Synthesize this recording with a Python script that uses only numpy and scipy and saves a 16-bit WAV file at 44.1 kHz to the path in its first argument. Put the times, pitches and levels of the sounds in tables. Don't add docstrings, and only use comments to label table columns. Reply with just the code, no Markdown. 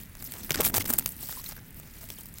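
import sys
import numpy as np
from scipy import signal
from scipy.fft import rfft, irfft, next_fast_len
from scipy.io import wavfile
from scipy.ndimage import uniform_filter1d, map_coordinates

SR = 44100
rng = np.random.default_rng(int(sys.argv[2]) if len(sys.argv) > 2 else 0)


def invert_db(level):
    return 10 ** (np.asarray(level, dtype=float) / 20)


def master(y):
    cut = np.clip(np.atleast_2d(y).T, -1, 1)
    pcm = np.round(cut * 32767)
    wavfile.write(sys.argv[1], SR, pcm.astype(np.int16))


N = 105840


def unit(x):
    return x / np.sqrt(np.mean(x ** 2) + 1e-20)


def curve(rows):
    s, value = np.transpose(rows)
    return np.interp(np.arange(N) / SR, s, value)


def wobble(rate):
    return map_coordinates(rng.standard_normal(N // 20), [np.arange(N) * rate / SR])


def coloured(x, spectrum):
    m = next_fast_len(N)
    f, db = np.transpose(spectrum)
    log_hz = np.log(np.fft.rfftfreq(m, 1 / SR) + 1)
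    gain = invert_db(np.interp(log_hz, np.log(f + 1), db))
    return irfft(rfft(x, m) * gain / gain.mean(), m)[:N]


def noise(spectrum):
    return unit(coloured(rng.standard_normal(N), spectrum))


def mottled(x, patchy_db):
    z = signal.stft(x, nperseg=128)[2]
    field = uniform_filter1d(rng.standard_normal(z.shape), size=5, axis=0)
    field = uniform_filter1d(field, size=4, axis=1)
    gain = invert_db(patchy_db * unit(field))
    return signal.istft(z * unit(gain), nperseg=128)[1][:N]


def add(track, s, piece):
    part = track[..., round(s * SR):][..., :piece.shape[-1]]
    part += piece[..., :part.shape[-1]]


def three_levels(db, mid_db, low_db):
    return invert_db([[db], [db + mid_db], [db + low_db]])


# f/Hz, level/dB
BRIGHT = [(4000, -64), (6500, -14.5), (8000, -5.5), (10000, -6.5), (13000, -1.5), (15000, -1)]
DULL = [(1000, -8), (2000, -3.5), (4000, -3), (6000, -1), (9000, -10)]
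LOW = [(120, -5), (350, 4), (800, 2.5), (1500, 0), (2200, -3.5), (4000, -15.5)]


def burst_parts():
    return np.array([noise(colour) for colour in (BRIGHT, DULL, LOW)])


# t/s, level/dB of the bright part, middle over it/dB, low over it/dB
SNAPS = [(0.1515, -26.5, -7, -7), (0.2069, -30, -26, -7), (0.2241, -17.5, -6.5, -13.5),
         (0.242, -15.5, -27, -35), (0.2519, -22, -27, -36), (0.3202, -13, -10, -37),
         (0.3372, -18, -4.5, -17), (0.3814, -28, -26, -27), (0.4327, -28.5, 5.5, -34),
         (0.494, -29, -14, 9.5), (0.5058, 0, -1.5, -10.5), (0.511, -22, -1, 2.5),
         (0.5182, -13.5, 2.5, -14.5), (0.548, -15.5, -1, -22), (0.5565, -10.5, 0.5, -6.5),
         (0.566, -34, -9, 10), (0.6039, -7, -9, -9.5), (0.6077, -9, -23, -29), (0.6133, -14, -17, -5),
         (0.6166, -14, 0.5, -10), (0.636, -16, -9, -23), (0.6437, -24, -12, -34), (0.6494, -1.5, -20, -31),
         (0.658, -26, -10, -22), (0.6718, -21, -1, -25), (0.684, -15, -8, -34), (0.6985, -25, -17, 2),
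         (0.7417, -7, -13, -12.5), (0.7476, -7, -8, -5), (0.7528, -33, -24, -16), (0.7577, -7, -17, -24),
         (0.7682, -16, -15, -29), (0.7798, -4, -7.5, -12), (0.797, -22, -21, -20), (0.804, -16, -24, -25),
         (0.842, -20, -18, -6), (0.876, -21, -23, -31), (0.901, -3, -15, -14.5), (0.905, -3.5, -11, -20),
         (0.9072, -16, -28, -33), (0.9271, -9, -24, -18), (0.936, 2, -16, -36), (0.9555, -19.5, -25, -9),
         (0.9828, -7, -25, -15), (0.9859, 6.5, -18.5, -53), (0.9939, -6, -9, -46), (1.0082, -32, 6, -0.5),
         (1.0233, -29, -11, -4), (1.0594, -2.5, -2, -26), (1.076, -16.5, -26, -18), (1.081, -36, -22, -31),
         (1.09, -9.5, -24, -40), (1.1206, -17.5, -20, -37), (1.1648, -20.5, -31, -40),
         (1.227, -23, -27, -18), (1.2924, -26.5, -5, -1), (1.309, -32, -20, -38), (1.3251, -26.5, 3, -1.5),
         (1.4405, -15.5, -13, -32), (1.4892, -13, -36, -27.5), (1.706, -26, -30, -30),
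         (1.727, -31, -30, -24), (1.744, -27.5, -30, -30), (1.798, -21, -29, -14.5), (2.088, -24, -5, -30),
         (2.1016, -18, -1.5, -23), (2.157, -27, -25, -21), (2.1857, -21, -24, -17.5),
         (2.2079, -17.5, -30, -30), (2.2325, -24, -19, -27), (2.2568, -21.5, -8, -27),
         (2.2858, -26.5, -11, -27), (2.3396, -21.5, -20, -35), (2.356, -30, -21, -28),
         (2.3837, -17.5, -8, -49)]
SNAP_T60_S = [
    [0.01],
    [0.0097],
    [0.018],
]


def snaps(parts):
    attack_s, body_db, needle_db = 0.0012, -7, -1.5
    t = np.arange(SR // 4) / SR
    crack = invert_db(-60 * t / np.array(SNAP_T60_S) + body_db) * np.minimum(t / attack_s, 1) ** 2
    envelope, needle = np.zeros((3, N)), np.zeros((3, N))
    way = np.sign(rng.standard_normal(N))
    for s, db, mid_db, low_db in SNAPS:
        gains = three_levels(db, mid_db, low_db)
        add(envelope, s, gains * crack)
        add(needle, s + attack_s, way[round(s * SR)] * gains)
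    local_power = np.abs(uniform_filter1d(parts ** 2, size=60))
    even = parts / np.sqrt(local_power + 0.09)
    breaks = sum(coloured(x, colour) for x, colour in zip(needle, (BRIGHT, DULL, LOW)))
    return invert_db(needle_db) * breaks + np.sum(envelope * even, 0)


# start t/s, length/s, level/dB of the bright part, middle over it/dB, low over it/dB
RASPS = [(0.332, 0.0753, -47, -11, -6), (0.523, 0.007, -39, 1, -7), (0.54, 0.0078, -31.5, 2.5, -24),
         (0.569, 0.037, -47.5, 6.5, 6.5), (.606, 0.005, -21.5, -15, -14.5),
         (0.622, 0.046, -35.5, -11.5, -7), (0.642, 0.036, -28, -6.5, -40), (0.674, 0.031, -34, -26, -19),
         (0.738, 0.0044, -30, 4.5, 3), (0.743, 0.041, -35.5, -6, -5.5), (0.757, 0.028, -26.5, -14, -16.5),
         (0.796, 0.029, -32.5, -2, -9), (0.852, 0.012, -36, -4.5, -12), (0.871, 0.011, -30.5, -10, -21),
         (0.885, 0.034, -31.5, -14, -12.5), (0.92, 0.03, -39, -11.5, -9), (0.979, 0.018, -33.5, -22, -24),
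         (1.064, 0.027, -41.5, -10, -20), (1.206, 0.18, -45.5, -8.5, -18.5), (1.435, 0.059, -47, -5, -26),
         (1.494, 0.037, -48.5, -1.5, -5), (1.563, 0.031, -62.5, 3, 4.5), (1.827, 0.059, -58.5, -4, -3),
         (1.935, 0.063, -53, -6.5, -14), (2.005, 0.035, -47, -12, -12.5), (2.09, 0.049, -46.5, -8.5, -22)]


def rasps(parts):
    edge_s, grit_db = 0.0033, 3.5
    t = np.arange(SR // 4) / SR
    envelope = np.zeros((3, N))
    for s, length, db, mid_db, low_db in RASPS:
        hold = np.clip(np.minimum(t, length + edge_s - t) / edge_s, 0, 1)
        add(envelope, s, three_levels(db, mid_db, low_db) * hold)
    shared = grit_db * wobble(700) + 1.2 * wobble(120)
    separate = 1.42 * np.array([wobble(150) for part in parts])
    return mottled(np.sum(envelope * invert_db(shared + separate) * parts, 0), patchy_db=3.0)


def tones(rows, rise):
    soft_s = 0.00069
    out, t = np.zeros(N), np.arange(SR // 3) / SR
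    for s, db, hz, t60 in rows:
        envelope = invert_db(db - 60 * t / t60) * (1 - np.exp(-t / soft_s))
        add(out, s, envelope * np.sin(2 * np.pi * hz * t * (1 + rise * t / t60)))
    return out


# t/s, level/dB ahead of the soft start, f/Hz, t60/s
THUDS = [(.506, -24.5, 140, 0.07), (.555, -27.5, 270, 0.022), (.588, -28.5, 196, 0.059),
         (.5995, -10, 470, 0.021), (.592, -23, 343, 0.054), (.64, -29.5, 189, 0.043),
         (.7, -20.5, 264, 0.011), (.737, -25.5, 239, 0.053), (.748, -28.5, 99, 0.1),
         (.775, -27.5, 96.6, 0.23), (.8, -29, 272, 0.047), (.9, -27.5, 237, 0.097),
         (1.056, -31, 114, 0.049), (1.4, -36.5, 60, 0.064), (1.525, -39.5, 62.3, 0.12)]


def thuds():
    return tones(THUDS, rise=0)


# t/s, level/dB ahead of the soft start, starting f/Hz, t60/s
POPS = [(.225, -47, 810, 0.033), (.545, -20.5, 1470, 0.021), (.574, -27, 1800, .02), (.601, -19, 580, 0.02),
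        (.809, -20, 2100, 0.015), (2.19, -36, 3000, 0.012), (1.232, -36, 725, 0.016),
        (1.372, -33.5, 1010, 0.027), (1.396, -35.5, 1060, 0.018), (1.461, -26.5, 4090, 0.016),
        (1.566, -32, 1600, 0.0081), (1.58, -36, 1600, 0.011), (1.59, -36, 1600, 0.0056),
        (2.035, -43, 657, 0.052), (2.103, -26.5, 3400, 0.0076), (2.105, -43, 690, 0.016)]


def pops():
    return tones(POPS, rise=0.01)


# t/s, level/dB
ROLLING = [(0, -43.5), (.05, -46.5), (.12, -61), (.16, -48), (.29, -41.5), (.48, -41), (.7, -50),
           (.725, -43.5), (.85, -46.5), (.97, -42), (1.1, -45.5), (1.18, -45), (1.23, -39.5), (1.38, -36.5),
           (1.42, -44.5), (1.55, -49), (1.68, -56), (1.9, -51.5), (2.06, -47.5), (2.2, -47.5),
           (2.33, -51.5), (2.4, -45.5)]


def crackle():
    grains_per_s, spread_db, grain_t60_s = 220, 4, 0.004
    bed, dull_db = 0.4, -8
    chance, size = rng.random(N), rng.exponential(size=N)
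    hits = np.clip((grains_per_s / SR - chance) * SR / 20, 0, 1)
    hits = hits * invert_db(spread_db * np.minimum(size, 3.5))
    decay = invert_db(-60 * np.arange(SR // 40) / SR / grain_t60_s)
    grains = signal.fftconvolve(hits, decay)[:N]
    shape = np.hypot(unit(grains) * (1 - bed), bed * invert_db(5.8 * wobble(30.65)))
    grit = noise(BRIGHT[:1] + BRIGHT[-2:])
    dull = invert_db(dull_db + 0.61 * wobble(25.32)) * noise(DULL)
    fizz = shape * grit + np.sqrt(shape) * (0.9 * noise(BRIGHT) + dull)
    return invert_db(curve(ROLLING)) * mottled(fizz, patchy_db=4.5)


# t/s, level/dB
SQUELCH = [(0, -54), (.33, -52.5), (.48, -46), (.6, -40), (.72, -43.5), (.8, -47), (.95, -43.5),
           (1.12, -52), (1.5, -57), (1.7, -55.5), (2.4, -55.5)]
# f/Hz, level/dB
CHURN = [(60, 1.5), (100, 2.5), (250, 3), (500, -15.5), (900, -15), (2000, -68)]


def mud():
    return invert_db(curve(SQUELCH) + 2.22 * wobble(34.44)) * noise(CHURN)


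# f/Hz, level/dB
AIR = [(12, -30), (20, 0.5), (100, -3.5), (190, -6), (300, -20.5), (430, -21.5), (740, -32.5),
       (1900, -21.5), (3600, -32), (6000, -36.5), (16000, -30.5)]


def air():
    return invert_db(-49 + 0.46 * wobble(3.33)) * noise(AIR)


def scene():
    parts = burst_parts()
    bursts = snaps(parts) + rasps(parts)
    return (bursts + thuds() + pops() + crackle() + mud() + air())[None]


def roll_off(x):
    return signal.sosfilt(signal.butter(12, 16970, fs=SR, output="sos"), x)


def record(dry):
    top_hz = 15950
    m = next_fast_len(N)
    spectrum = rfft(np.tanh(dry), m)
    mix = irfft(spectrum * (np.fft.rfftfreq(m, 1 / SR) < top_hz), m)[:, :N]
    return roll_off(mix)


dry = scene()
out = record(dry)
master(out)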